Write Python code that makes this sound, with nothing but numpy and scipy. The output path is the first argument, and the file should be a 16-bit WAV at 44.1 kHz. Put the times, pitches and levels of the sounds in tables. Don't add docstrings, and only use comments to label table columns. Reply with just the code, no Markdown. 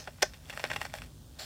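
import sys
import numpy as np
from scipy import signal
from scipy.fft import rfft, irfft
from scipy.io import wavfile

SR = 44100
rng = np.random.default_rng(int(sys.argv[2]) if len(sys.argv) > 2 else 0)


def bounce(signal):
    frames = np.transpose(np.atleast_2d(signal))
    limited = np.clip(frames, -1, 1)
    pcm = np.round(limited * 32767).astype(np.int16)
    wavfile.write(sys.argv[1], SR, pcm)


def decibels_to_gain(level_db):
    exponent = np.asarray(level_db, float) / 20
    return 10 ** exponent


N = 63945
LEAD = 4410

# f/Hz, relative level/dB, T60/s
CARD_MODES = [(656, -2, 0.015), (834, -1, 0.012), (1106, -6.5, .01), (1570, -4, 0.013), (1890, 2, .009),
              (2357, 6.5, 0.0041), (2750, 2, 0.0076), (3400, 6.5, 0.0053), (4400, 3.5, 0.005),
              (5360, 9, 0.0028), (7440, 7, 0.0024), (8770, -5, 0.0041), (13200, -3, 0.0044)]


def rms_one(x):
    return x / np.sqrt(np.mean(x ** 2) + 1e-20)


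def in_time(rows, lead):
    times, levels_db = np.transpose(rows)
    return np.interp((np.arange(N + lead) - lead) / SR, times, levels_db)


def coloured(spectrum):
    hz, db = np.transpose(spectrum)
    bin_hz = np.arange(N // 2 + 1) * SR / N + 1
    shape = decibels_to_gain(np.interp(np.log(bin_hz), np.log(hz), db, left=-90, right=-90))
    return rms_one(irfft(rfft(rng.standard_normal(N)) * shape, N))


def ring(clicks, hz, t60):
    radius = decibels_to_gain(-60 / (t60 * SR))
    angle = 2 * np.pi * hz / SR
    poles = [1, -2 * radius * np.cos(angle), radius * radius]
    return signal.lfilter([0, np.sin(angle)], poles, clicks + 1e-18)


def body(clicks, modes):
    return sum(decibels_to_gain(db) * ring(clicks, hz, t60) for hz, db, t60 in modes)


def strike(modes, peak_db, burst):
    sound = body(burst, modes)
    return decibels_to_gain(peak_db) * sound / np.abs(sound).max()


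def grains(size, per_s, spread_db):
    born = rng.random(size) < per_s / SR
    sizes = rng.exponential(1, size)
    signs = rng.choice([-1, 1], size)
    return born * decibels_to_gain(spread_db * np.minimum(sizes, 4)) * signs


def softened(clicks, hardness):
    cutoff_hz = min(2000 * 2 ** hardness, 20000)
    r = np.exp(-2 * np.pi * cutoff_hz / SR)
    return signal.lfilter([(1 - r) ** 2], [1, -2 * r, r * r], clicks)


def rumble():
    # f/Hz, relative level/dB per Hz
    density = [(15, -67), (25, -69), (43, 1), (112, -2), (172, -10.5), (253, -11), (367, -19.5), (454, -24),
               (600, -56), (780, -85), (1320, -120)]
    # t/s, level/dB
    swell = [(0.0, -55.5), (0.326, -51.5), (0.338, -55.5), (0.686, -51), (0.71, -45.5), (0.932, -53.5),
             (0.976, -48), (1.45, -55.5)]
    mean_level_db = -52
    swell_db = in_time(swell, lead=0)
    return decibels_to_gain(mean_level_db + swell_db - swell_db.mean()) * coloured(density)


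def hum():
    # f/Hz, peak level/dB
    harmonics = [(150, -59.5), (250, -66.5)]
    t = np.arange(N) / SR
    return sum(decibels_to_gain(db) * np.sin(2 * np.pi * (hz * t + rng.random())) for hz, db in harmonics)


def hiss():
    # f/Hz, relative level/dB per Hz
    density = [(290, -38), (500, 8.5), (1360, -3), (1510, -1.5), (2170, -14), (3170, -0.5), (9730, -4),
               (12100, -11), (14400, -3.5), (16200, -5)]
    floor_db = -63
    ticks_per_s, first_s, tick_s, tick_db = 120.4, -0.0008, 0.0004, 7
    since = (np.arange(N) / SR - first_s) % (1 / ticks_per_s)
    tick = np.exp(-((since - 2 * tick_s) / tick_s) ** 2)
    return decibels_to_gain(floor_db + tick_db * tick) * coloured(density)


def table_and_room(x):
    echo_s, echo_db, table_cut_hz = 0.0048, -19.5, 10000
    room_t60_s, room_db, wall_cut_hz = 0.14, -19, 7500
    lag = int(echo_s * SR)
    delayed = np.r_[np.zeros(lag), x[:-lag]]
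    echo = signal.lfilter(*signal.butter(1, table_cut_hz, fs=SR), delayed)
    t = np.arange(SR // 2) / SR
    onset = np.clip(t / 0.0037, 0, 1)
    tail = rng.standard_normal(len(t)) * decibels_to_gain(-60 * t / room_t60_s) * onset
    tail = signal.lfilter(*signal.butter(1, wall_cut_hz, fs=SR), tail)
    tail = tail / np.linalg.norm(tail)
    room = signal.fftconvolve(x, tail)[:len(x)]
    return x + decibels_to_gain(echo_db) * echo + decibels_to_gain(room_db) * room


def slide():
    # f/Hz, relative level/dB, T60/s
    steel_on_card = [(770, -5.5, 0.0086), (1900, -2, 0.0034), (3650, 6, 0.0017), (4360, -4, 0.013),
                     (5030, 7, 0.0027), (7170, -0.5, 0.0046), (9900, -8, 0.0013), (13400, -5, .002)]
    start_s, start_db, rise_s, fade_db_per_s, grains_per_s = 1.385, -41, 0.0091, 82, 4300
    t = (np.arange(N + LEAD) - LEAD) / SR - start_s
    stroke = np.clip(t / rise_s, 0, 1) * decibels_to_gain(start_db - fade_db_per_s * np.maximum(t, 0))
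    friction = grains(N + LEAD, grains_per_s, 1.0)
    return stroke * rms_one(body(friction, steel_on_card))


def crackle():
    # t/s, level/dB
    pressure = [(0, -55), (.14, -63.5), (.19, -62.5), (.29, -63), (.36, -61.5), (.42, -64.5), (.49, -55.5),
                (.55, -50.5), (.62, -50), (.69, -51.5), (.74, -47), (.79, -51.5), (.83, -45), (.88, -55),
                (.92, -58.5), (.96, -46.5), (1.0, -57.5), (1.04, -53.5), (1.1, -69), (1.3, -78),
                (1.37, -63.5), (1.45, -50)]
    fibres_per_s, fibre_spread_db, hardness = 2500, 4, 3.7
    air_per_s, air_spread_db, air_low_hz, air_db = 4000, 5.1, 5000, -10.5
    fibres = softened(grains(N + LEAD, fibres_per_s, fibre_spread_db), hardness)
    high_pass = signal.butter(2, air_low_hz, "high", fs=SR)
    fizz = signal.lfilter(*high_pass, grains(N + LEAD, air_per_s, air_spread_db))
    mixture = rms_one(body(fibres, CARD_MODES)) + decibels_to_gain(air_db) * rms_one(fizz)
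    return decibels_to_gain(in_time(pressure, LEAD)) * mixture


def cracks():
    # t/s, peak level/dB, favoured pitch f/Hz, decay of tearing t/s,
    # hardness/octaves above 2 kHz
    fractures = [(0.073, -31, 1510, 0.0024, 0.86), (0.0743, -26.5, 620, 0.006, 0.3),
                 (0.184, -47, 1480, 0.0073, 1.3), (0.207, -45.5, 3000, 0.0076, 1.6),
                 (.335, -38, 3300, 0.0057, 2.6), (0.341, -40.5, 3020, 0.0068, 2.9),
                 (.455, -46.5, 3100, 0.014, 3.8), (0.482, -49, 2940, 0.0023, 2.6),
                 (.489, -39, 3440, 0.0021, 3.6), (.497, -29.5, 1590, .003, 5.2),
                 (0.5009, -28, 2700, 0.006, 3.9), (.526, -32, 1900, 0.012, 5.4),
                 (.535, -35, 1860, 0.003, 1.6), (0.5747, -19, 1900, 0.0013, 2.2),
                 (0.5953, -26.5, 1150, 0.0026, 1.7), (0.6, -28, 2180, 0.0029, 2.3),
                 (0.6399, -10.5, 1060, 0.0027, 1.52), (.650, -26, 3030, 0.0064, 0.84),
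                 (.673, -38, 4400, 0.0024, 3.5), (0.7008, -24, 2450, 0.011, 1.2),
                 (0.7145, -16, 1910, 0.0023, 1.4), (.733, -22, 2770, 0.0048, 2.2),
                 (0.737, -25, 790, 0.001, 1.5), (.761, -19, 2750, 0.0043, 2.4),
                 (.807, -31, 3000, .003, 3.2), (0.8146, -18, 2000, 0.0041, 2.6),
                 (0.848, -38, 4400, .004, 3.8), (.852, -24.5, 624, 0.0032, 2.05),
                 (.863, -31, 1500, 0.0032, 3.6), (.898, -42.5, 2700, 0.0035, 2.3),
                 (0.939, -18, 640, 0.0011, 2.27), (.951, -33.5, 3020, 0.0019, 5.8),
                 (.962, -63, 3000, .003, 2.6), (0.973, -46, 2540, 0.0034, 4.2),
                 (0.985, -34, 2900, 0.0033, 5.9), (1.019, -31, 2470, 0.0021, 5.9),
                 (1.035, -45, 3020, 0.005, 5.9)]
    tears_per_s, tear_spread_db, rise_s = 8000, 2, 0.00054
    break_s = 0.0029
    favour_db, favour_octaves, chance_db = 9.5, 0.41, 1
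    size = 2600
    out = np.zeros(N + LEAD)
    t = np.arange(size) / SR
    for start_s, peak_db, pitch_hz, decay_s, hardness in fractures:
        swell = np.minimum(t / rise_s, 1) * np.exp(-t / decay_s)
        burst = grains(size, tears_per_s, tear_spread_db) * swell
        burst[int(rise_s * SR)] = -break_s / decay_s
        modes = []
        for hz, db, t60 in CARD_MODES:
            nearness = np.exp(-(np.log2(hz / pitch_hz) / favour_octaves) ** 2)
            chance = chance_db * rng.standard_normal()
            modes.append((hz, db + chance + favour_db * nearness, t60))
        at = int(start_s * SR) + LEAD
        out[at:at + size] += strike(modes, peak_db, softened(burst, hardness))
    return out


def shuts():
    # t/s, card peak level/dB, blade peak level/dB, hardness/octaves above 2 kHz
    contacts = [(-0.015, -15.5, -12, 1.6), (0.2208, -21, -56, 11), (0.2231, -13, -54, 4),
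                (0.2256, -8, -20.5, 8.5), (0.2282, -10.5, -10.5, -1), (0.2288, -7.5, -15.5, 1),
                (0.2328, -14, -32, 0.9)]
    # f/Hz, relative level/dB, T60/s
    blades = [(4350, -12, .005), (4880, -14, .01), (5300, 0, .012), (5800, -6, .01), (5995, -22, .05),
              (6350, -7, .01), (7600, -17, .003), (10300, -16, .002), (13800, -13, .002)]
    # f/Hz, level/dB relative to the contact, T60/s
    handles = [(618, -18, 0.036), (844, -15, 0.017)]
    shiver_db, shiver_t60_s = -36, 0.22
    size = 10000
    out = np.zeros(N + LEAD)
    t = np.arange(size) / SR
    for start_s, card_db, blade_db, hardness in contacts:
        tear = decibels_to_gain(-16.5) * rng.standard_normal(size) * np.exp(-t / 0.0019)
        tear[0] = -1
        rubbing = decibels_to_gain(shiver_db - 60 * t / shiver_t60_s) + decibels_to_gain(-8.5) * np.exp(-t / 0.0016)
        shiver = rng.standard_normal(size) * rubbing
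        shiver[0] = -0.4
        card = strike(CARD_MODES, card_db, softened(tear, hardness))
        steel = strike(blades, blade_db, shiver)
        knock = decibels_to_gain(card_db) * body(tear, handles)
        at = int(start_s * SR) + LEAD
        out[at:at + size] += card + steel + knock
    return out


def scene():
    work = shuts() + cracks() + crackle() + slide()
    high_pass = signal.butter(3, 518, "high", fs=SR, output="sos")
    work = signal.sosfilt(high_pass, work)
    return (table_and_room(work)[LEAD:] + rumble() + hum() + hiss())[None]


def band_limit(x):
    return signal.sosfilt(signal.butter(12, 16460, fs=SR, output="sos"), x)


def record(dry):
    low_pass = signal.butter(8, 15500, fs=SR, output="sos")
    mix = signal.sosfilt(low_pass, dry)
    return band_limit(mix)


dry = scene()
out = record(dry)
bounce(out)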